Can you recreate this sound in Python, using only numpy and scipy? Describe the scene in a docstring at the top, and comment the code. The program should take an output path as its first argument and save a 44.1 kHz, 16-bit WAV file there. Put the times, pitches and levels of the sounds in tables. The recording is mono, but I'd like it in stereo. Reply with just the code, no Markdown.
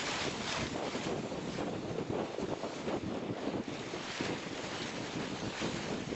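"""Outdoors in gusty wind, microphone facing an upstairs window where a fire hose throws a solid stream.
The jet opens with a loud hiss, drops pattering, gobs splashing and slugs slapping the window frame.
Within two seconds the rush sinks; its treble dulls past three, and by four seconds it is strong again,
with more slaps; it surges whenever the stream catches the frame. All along, eddies buffet the two
microphone ports as filtered noise and short pressure swings, mostly opposed; each gust has its own pitch."""
import sys
import numpy as np
from scipy import signal
from scipy.fft import rfft, irfft
from scipy.io import wavfile
from scipy.ndimage import uniform_filter1d

SR = 44100
rng = np.random.default_rng(int(sys.argv[2]) if len(sys.argv) > 2 else 0)


def wav_out(sig):
    """Save sig, one row per channel (or a flat mono array), as 16-bit PCM at SR to the path in sys.argv[1]."""
    wavfile.write(sys.argv[1], SR, np.round(np.clip(np.atleast_2d(sig).T, -1, 1) * 32767).astype(np.int16))


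N = 271215
TIME = np.arange(N) / SR
# short-time spectra: frame and hop in samples, frame times in s, bins in Hz
FRAME, HOP = 1024, 256
FRAME_S = np.arange(N // HOP + 5) * HOP / SR
BIN_HZ = np.fft.rfftfreq(FRAME, 1 / SR)

# Levels in the tables are before each layer's own level_db trim.
# steady rush of the jet, before surges and waver: time_s, level_db
JET_RUSH = [(0.0, -47), (0.37, -47.5), (0.68, -48), (0.76, -52.5), (1.2, -54.5), (1.9, -56.5),
            (2.38, -55.5), (3.3, -55), (3.62, -57), (3.69, -51.0), (4.02, -48.5), (4.61, -50),
            (4.86, -48.3), (5.39, -49.2), (6.15, -52)]
# jet creeps onto the window frame and sprays harder until it slips off:
# touch_s, length_s, boost_db, extra_treble_db (from fine mist)
FRAME_SURGES = [(.004,.245,6.5,-2.5), (0.475,.1,7.4,-2), (.88,0.074,6,-2), (1.018,0.025,8.5,-1),
                (1.52,.053,7,2), (2.71,0.074,2.5,2), (2.872,0.012,7,-7.5), (3.398,0.13,3.5,3.5),
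                (4.094,.16,5,1), (4.555,0.19,3,-0.5), (4.803,.06,2,3.5), (5.58,.025,7.5,1.2),
                (5.672,0.19,4,0.5)]
SURGE_RISE_S, SURGE_FALL_S = 0.069, 0.067
SURGE_ONSET_SHARE = 0.73  # of the boost, reached as the jet first touches the frame
# colour of the hiss: frequency_hz, density_db (per Hz)
HISS_COLOUR = [(60.0, -18), (200.0, -8), (500.0, 4), (900.0, 3), (1500.0, -1.05), (2200.0, 2.1),
               (3000.0, -0.5), (3700.0, -1), (4500.0, -4.5), (5700.0, -8.5), (7000.0, -7.5), (7900.0, -15)]
# treble of the hiss against the rest, before surges and drift: time_s, treble_db
MIST_TREBLE = [(0.0, 4), (1.59, 3), (2.24, -.5), (2.43, 2.3), (2.87, 3.7), (3.32, -8.5), (3.81, -0.9),
               (4.8, -0.5), (6.15, 2)]
# left-right likeness of the hiss: frequency_hz, likeness (-1 to 1)
JET_LIKENESS = [(200, 0.98), (1000, 0.89), (2800, 0.66), (3800, 0.83), (4300, 1), (8000, 1)]
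# slugs of water slap the window frame: start_s, level_db, pitch_hz, decay_s, width_octaves
FRAME_SLAPS = [(.0672,-27,3600,.003,0.83), (.111,-26,4500,.003,.8), (0.156,-32,3300,.004,.8),
               (.194,-28,3740,.003,.4), (.2114,-26,2100,0.0027,.7), (.3122,-32,2760,.003,.6),
               (0.477,-25,2500,.003,.7), (.525,-22.5,2900,.003,0.9), (.609,-28,2450,0.0036,0.61),
               (0.6678,-28,2260,0.0035,0.82), (1.0125,-36,2300,0.018,0.5), (2.412,-41.5,5030,.02,0.58),
               (4.177,-25,3100,.003,0.54), (4.2534,-30,2220,.006,0.89), (4.381,-35,2900,0.0042,.25),
               (4.577,-28,2090,.004,0.76), (4.818,-30.5,3750,.013,.2)]
# breeze at the microphone between gusts: time_s, level_db, eddy_centre_hz
BREEZE_COURSE = [(0.0, -38, 283), (0.48, -40, 237), (1.24, -36, 279), (1.49, -36, 275), (2.13, -32, 327),
                 (2.27, -35.5, 498), (2.66, -37, 477), (3.05, -35.5, 283), (3.37, -35.5, 505),
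                 (4.04, -40, 318), (4.65, -38, 330.0), (4.93, -38.5, 343), (5.51, -36, 285),
                 (6.15, -33.5, 253)]
# sudden gusts on top of the breeze:
# start_s, length_s, boost_db, eddy_centre_hz, left_minus_right_db, glide_octaves (of that centre)
SUDDEN_GUSTS = [(0.247,0.06,6.5,360,2,-.3), (0.347,0.074,6,348,0,-0.074), (0.585,.104,6.3,235,-2,.1),
                (0.716,.044,6.5,290,-3.5,0.84), (0.758,0.13,7,515,1,-0.065), (0.936,0.051,7.5,446,2,0),
                (1.053,0.14,6.5,358,1.5,0.19), (1.23,0.27,2,348,2,-.4), (1.582,.057,7,388,2,0.45),
                (1.656,.04,4.5,377,-0.5,.3), (1.728,0.041,2,398,-0.5,-0.38), (1.89,0.033,5.5,300,1,-.9),
                (1.98,0.041,2.5,361,0.5,-0.7), (2.092,.033,3,250,0,0.54), (2.126,0.041,3,416,.8,0),
                (2.18,.07,4.7,424,1,-0.5), (2.392,.107,5,358,1,-0.37), (2.51,0.027,8,360,.5,-.2),
                (2.632,.036,6,510,0,-.2), (2.869,0.045,6,401,0,.3), (2.921,0.055,8,448,1.5,-0.92),
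                (3.028,0.057,2.5,217,0,-0.54), (3.112,.055,4.5,390,-1,.2), (3.159,.105,2.5,384,-1,-0.34),
                (3.284,.05,3.5,253,0,-.8), (3.424,.07,5,396,-3.5,-0.82), (3.524,.088,6.5,324,1,0),
                (3.679,.185,2,349,.8,-0.092), (3.935,0.039,5,379,2.5,-0.089), (4.2,0.16,6,348,0.5,.4),
                (4.528,.075,1,367,0.5,0.4), (4.78,0.088,2.5,273,1.5,0), (4.922,0.1,3.5,335,0,0),
                (5.072,0.032,-0.5,318,2,.3), (5.152,0.085,5.5,276,1.5,0.38), (5.304,.052,5,322,2.5,0.23),
                (5.418,0.072,3,260,1.5,-0.25), (5.606,0.097,4,314,-1,-0.038), (5.882,0.11,2.5,325,0,-.3)]
# air falls still for a moment: start_s, length_s, drop_db
STILL_MOMENTS = [(0.181, 0.023, 7.5), (0.699, 0.017, 3), (0.898, 0.038, 5), (1, 0.04, 2), (1.453, .03, 2),
                 (1.772, 0.024, 4), (1.92, .028, 4), (1.965, .014, 5), (2.032, 0.06, 6.5), (2.27, .06, 2),
                 (2.36, .022, 5), (2.459, 0.022, 11), (2.544, 0.073, 2), (2.988, 0.036, 4.5),
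                 (3.344, 0.022, 7), (3.627, 0.06, 5.5), (3.866, .06, 0), (4.11, 0.08, 10.5),
                 (5.29, 0.016, 10), (5.367, 0.025, 6.5), (5.531, 0.079, 9.5), (6.045, 0.026, 11)]
GUST_RISE_S, GUST_FALL_S = 0.0031, 0.0055  # time constants, also of the lulls
# eddy noise when its centre lies at USUAL_EDDY_HZ: frequency_hz, density_db (per Hz)
EDDY_COLOUR = [(20, -28), (45, -19), (80, -10.5), (130, -3.5), (220, 1.3), (350, 2), (520, -1.5),
               (780, -8.5), (1150, -14), (2000, -20.5), (3200, -26.5), (5000, -53)]
USUAL_EDDY_HZ = 350
# left-right likeness of the wind at the two ports: frequency_hz, likeness (-1 to 1)
PORT_LIKENESS = [(60, -0.97), (120, 0.22), (240, -0.34), (470, -0.49), (940, -0.5), (2000, -0.95),
                 (5000, 0.34)]
# balance of the wind: frequency_hz, left_minus_right_db
WIND_BALANCE = [(60, -0.5), (150, -1.5), (350, 0), (1000, 0.6)]
# single strong eddies: start_s, level_db, left_minus_right_db, pitch_hz, half_length_cycles,
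# right_lag_cycles (right port after left)
STRONG_EDDIES = [(.281,-22,-7,399,0.76,0.29), (.679,-25,-8,351,0.46,-0.45), (.778,-30,-6,464,1.3,0.23),
                 (.853,-25,2,588,.8,0.35), (.948,-20,4,488,0.65,-.46), (1.067,-25,3,374,0.4,0.43),
                 (1.096,-23.5,1,454,.6,0.52), (1.161,-27,7,377,0.83,0.28), (1.604,-21,4,452,0.37,-0.42),
                 (1.62,-21,-1,483,0.87,-0.55), (1.954,-27,-3,360,0.36,0.63), (1.982,-22,1,460,0.92,.25),
                 (2.13,-24,6,427,0.68,0.18), (2.153,-27,12,480,0.85,0.29), (2.229,-26,-14,453,0.82,.46),
                 (2.344,-26,2,523,0.53,0.16), (2.383,-21,4,470,0.78,.25), (2.438,-25,9,368,1.8,-0.37),
                 (2.482,-24.5,1,420,0.4,.25), (2.533,-22,-11,640,0.38,0.13), (2.633,-24,1,545,0.74,.38),
                 (2.659,-25,-3,605,1.1,-0.37), (2.873,-18,1,450,0.46,-0.44), (2.941,-22.5,2,323,0.85,0.27),
                 (2.952,-24,8,449,0.74,0.34), (3.041,-27,-3,369,0.38,-.44), (3.11,-22,0,360,0.67,.5),
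                 (3.146,-25,7,443,0.5,.35), (3.365,-25.5,-4,620,0.47,.25), (3.472,-23,1,345,0.38,-0.046),
                 (3.582,-26,0,411,0.64,0.66), (3.598,-27.5,-10,252,.8,0.24), (3.68,-28,-4,280,0.98,0.2),
                 (3.937,-25,-5,398,0.78,0.21), (4.208,-23.5,-7,303,0.95,-0.28),
                 (4.285,-25,-2,426,0.55,-0.48), (4.295,-23.5,-1,330,0.39,.1), (4.333,-27,4,440,0.44,-0.39),
                 (4.531,-21,-2,347,0.66,-0.35), (4.642,-18,0,569,0.56,-0.5), (5.095,-27,-7,332,.5,-0.48),
                 (5.168,-26,7,316,0.57,-0.27), (5.276,-25,-6,341,.5,-0.44), (5.301,-27,-5,310,.85,0.31),
                 (5.336,-21,0,304,.6,-.49), (5.628,-28,-8,363,0.46,-0.25), (5.926,-24,8,372,.5,0.29),
                 (6.126,-22.5,5,402,0.44,0.14)]
EDGE_HZ = 7980  # top of the microphone's band


def gain_of(db):
    """Decibels to a factor."""
    return 10 ** (np.asarray(db) / 20)


def evened(x):
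    """Scales to an rms of one."""
    return x / np.sqrt(np.mean(x ** 2) + 1e-20)


def read(points, hz):
    """Reads a spectrum table on a log-frequency axis."""
    f, value = np.transpose(points)
    return np.interp(np.log(hz + 1), np.log(f + 1), value)


def follow(table, t):
    """Every column of a curve table at the times t."""
    s, *columns = np.transpose(table)
    return [np.interp(t, s, column) for column in columns]


def flutter(rate_hz):
    """A random wobble of unit rms, strongest around rate_hz."""
    hz = np.fft.rfftfreq(N, 1 / SR)
    weight = hz / rate_hz * np.exp(-hz / rate_hz)
    return evened(irfft(rfft(rng.standard_normal(N)) * weight, N))


def noise_pair(shape, likeness):
    """Two channels of noise with a moving spectrum (frames x bins) and a likeness for each bin."""
    a, b, c, d = rng.standard_normal((4, len(FRAME_S), len(BIN_HZ)))
    same = np.clip(read(likeness, BIN_HZ), -1, 1)
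    common = np.sqrt(1 + same) * (a + 1j * b)
    opposed = np.sqrt(1 - same) * (c + 1j * d)
    spectra = np.array([common + opposed, common - opposed]) * shape
    _, pair = signal.istft(spectra.swapaxes(1, 2), nperseg=FRAME, noverlap=FRAME - HOP)
    return pair[:, :N]


def panned(side_db):
    """Left and right gains for a left-minus-right level difference."""
    return gain_of(np.array([side_db, -side_db]) / 2)


def surge(touch_s, length, t):
    """A surge swells until the jet touches, builds to a crest and dies back: 0 to 1."""
    corners = [touch_s - SURGE_RISE_S, touch_s, touch_s + length, touch_s + length + SURGE_FALL_S]
    return np.interp(t, corners, [0, SURGE_ONSET_SHARE, 1, 0])


def jet_db(waver_db=0.58, waver_hz=6):
    """Loudness of the water: a wavering rush, and the surges on top of it."""
    surges_db = sum(boost_db * surge(s, length, TIME) for s, length, boost_db, _ in FRAME_SURGES)
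    return follow(JET_RUSH, TIME)[0] + waver_db * flutter(waver_hz) + surges_db


def hiss(water_db, level_db=4.1, patch_db=1.9, sputter_db=0.68, sputter_hz=40, mist_hz=4500,
         drift_db=.9, drift_hz=8):
    """The jet tears into spray: wide sputtering noise, its treble following the mist, which drifts in puffs."""
    mist_db = follow(MIST_TREBLE, FRAME_S)[0]
    mist_db += sum(extra_db * surge(s, length, FRAME_S) for s, length, _, extra_db in FRAME_SURGES)
    mist_db += drift_db * np.interp(FRAME_S, TIME, flutter(drift_hz))
    treble = 1 / (1 + (mist_hz / (BIN_HZ + 1)) ** 4)
    # patches: uneven density, smoothed over time and then over frequency
    patches = rng.standard_normal((len(FRAME_S), len(BIN_HZ)))
    patches = uniform_filter1d(patches, size=10, axis=0)
    patches = evened(uniform_filter1d(patches, size=10, axis=1))
    shape_db = read(HISS_COLOUR, BIN_HZ) + mist_db[:, None] * treble + patch_db * patches
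    spray = noise_pair(gain_of(shape_db), JET_LIKENESS)
    sputter = gain_of(sputter_db * flutter(sputter_hz))
    return evened(spray * sputter) * gain_of(water_db + level_db)


def patter(water_db, level_db=-5.0, per_s=1300, spread_db=2.5, cycles=2.6, low_hz=1100, high_hz=7000):
    """Drops burst on the wall and sill: brief ticks of many pitches, a few much larger than the rest."""
    t, out = np.arange(256) / SR, np.zeros(N)
    pitches = np.geomspace(low_hz, high_hz, num=16)
    for hz in pitches:
        struck = rng.random(N) < per_s / len(pitches) / SR
        sizes = gain_of(spread_db * np.minimum(rng.exponential(1, N), 4))
        signs = rng.choice([-1, 1], N)
        tick = np.exp(-t * hz / cycles * 2) * np.sin(2 * np.pi * hz * t)
        out += signal.oaconvolve(struck * sizes * signs, tick)[:N]
    return evened(out) * gain_of(water_db + level_db)


def splashes(water_db, level_db=-7, spread_db=2.5, scatter_s=.006, cycles=4, chirp=0.062,
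             low_hz=1300, high_hz=5200, scatter_octaves=.3):
    """Gobs of water break into clumps of droplets of like size, each a short plink that rises in pitch."""
    t, out = np.arange(768) / SR, np.zeros(N)
    gobs = rng.random((500, 3))
    drops = rng.random((len(gobs), 7, 3))  # seven droplets to a gob
    for (when, size, force), clump in zip(gobs, drops):
        gob_hz = low_hz * (high_hz / low_hz) ** size
        gob_db = -spread_db * np.log(force + .03)
        for delay, detune, strength in clump:
            turns = gob_hz * 2 ** (scatter_octaves * (2 * detune - 1)) * t
            rising = turns * (1 + chirp * np.tanh(turns / cycles / 2))
            plink = np.exp(-turns / cycles) * np.sin(2 * np.pi * rising)
            # droplets trail the gob by exponentially spread delays
            start = int(when * N - scatter_s * np.log(1 - delay) * SR)
            part = out[start:][:len(t)]
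            part += strength * gain_of(gob_db) * plink[:len(part)]
    return evened(out) * gain_of(water_db + level_db)


def slaps(level_db=-9):
    """A slug of water bursts in milliseconds of bright noise, each with its own pitch and decay."""
    t, out = np.arange(4096) / SR, np.zeros(N)
    hz = np.fft.rfftfreq(len(t), 1 / SR) + 1
    for s, slap_db, centre_hz, decay_s, width_octaves in FRAME_SLAPS:
        colour = np.exp(-.5 * (np.log2(hz / centre_hz) / width_octaves) ** 2)
        noise = evened(irfft(rfft(rng.standard_normal(len(t))) * colour))
        burst = noise * np.exp(-t / decay_s)
        out[round(s * SR):][:len(t)] += gain_of(slap_db + level_db) * burst
    return out


def held(s, length):
    """A change in the air sets in abruptly, holds, and lets go a little more slowly: 0 to 1."""
    rise = (1 + np.tanh((FRAME_S - s) / GUST_RISE_S / 2)) / 2
    fall = (1 - np.tanh((FRAME_S - s - length) / GUST_FALL_S / 2)) / 2
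    return rise * fall


def airflow():
    """Breeze, gusts and lulls together: force on each port in dB, and the centre of the eddy noise in Hz."""
    breeze_db, eddy_hz = follow(BREEZE_COURSE, FRAME_S)
    force_db = breeze_db - sum(drop_db * held(s, length) for s, length, drop_db in STILL_MOMENTS)
    for s, length, boost_db, gust_hz, side_db, glide in SUDDEN_GUSTS:
        grip = held(s, length)
        progress = np.clip((FRAME_S - s) / length, 0, 1)
        force_db = force_db + grip * (boost_db + side_db * np.array([[.5], [-.5]]))
        # each gust's pitch glides by its own number of octaves
        gliding_hz = gust_hz * 2 ** (glide * (progress - .5))
        eddy_hz = eddy_hz + grip * (gliding_hz - eddy_hz)
    return force_db, eddy_hz


def wind(level_db=-0.65, lump_db=1.7, lump_hz=26, port_db=1.48, port_hz=7, stretch=0.96,
         rasp=0.04, rasp_hz=900, top_hz=3600):
    """Turbulence at the ports: noise whose spectrum slides with the eddy centre, arriving in short lumps."""
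    force_db, eddy_hz = airflow()
    slide = (USUAL_EDDY_HZ / eddy_hz[:, None]) ** stretch
    shape_db = read(EDDY_COLOUR, BIN_HZ * slide)
    # harder wind tears on the edges of the ports and rasps more
    excess_db = force_db.mean(0) - force_db.mean()
    shape_db += rasp * excess_db[:, None] * BIN_HZ ** 2 / (BIN_HZ ** 2 + rasp_hz ** 2)
    # the wind noise rolls off steeply above top_hz
    shape = gain_of(shape_db) / (1 + (BIN_HZ / top_hz) ** 10)
    shape /= np.linalg.norm(shape, axis=1, keepdims=True)
    balance = panned(read(WIND_BALANCE, BIN_HZ))
    air = noise_pair(shape * balance[:, None], PORT_LIKENESS)
    # quick lumps hit both ports together; slower ones swell at each port separately
    lumps = np.minimum(flutter(lump_hz), 1)
    swells = np.array([flutter(port_hz), flutter(port_hz)])
    lumpy_air = evened(air * gain_of(lump_db * lumps + port_db * swells))
    return lumpy_air * gain_of([np.interp(TIME, FRAME_S, db) + level_db for db in force_db])


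def buffets(level_db=-1.5, rise_s=0.00297):
    """A strong eddy is a brief push and pull of pressure that crosses one port just before the other."""
    out = np.zeros((2, N))
    tosses = rng.random(len(STRONG_EDDIES))  # random phase, in turns
    for (s, eddy_db, side_db, hz, cycles, lag), toss in zip(STRONG_EDDIES, tosses):
        turns = hz * (TIME - s - rise_s) + lag * np.array([[.5], [-.5]])
        near = abs(turns[0]) < 7
        swell = np.exp(-.5 * (turns[:, near] / cycles) ** 2)
        blow = swell * np.sin(2 * np.pi * (turns[:, near] + toss))
        out[:, near] += gain_of(eddy_db + level_db) * panned(side_db)[:, None] * blow
    return out


def scene():
    """Water straight ahead, wind on the microphone."""
    water_db = jet_db()
    water = hiss(water_db) + patter(water_db) + splashes(water_db) + slaps()
    return water + wind() + buffets()


def record(dry):
    """The microphone's narrow band ends steeply: a linear-phase low-pass."""
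    edge = signal.firwin(401, EDGE_HZ, window=("kaiser", 8), fs=SR)
    return signal.oaconvolve(dry, edge[None], "same")


dry = scene()
out = record(dry)
wav_out(out)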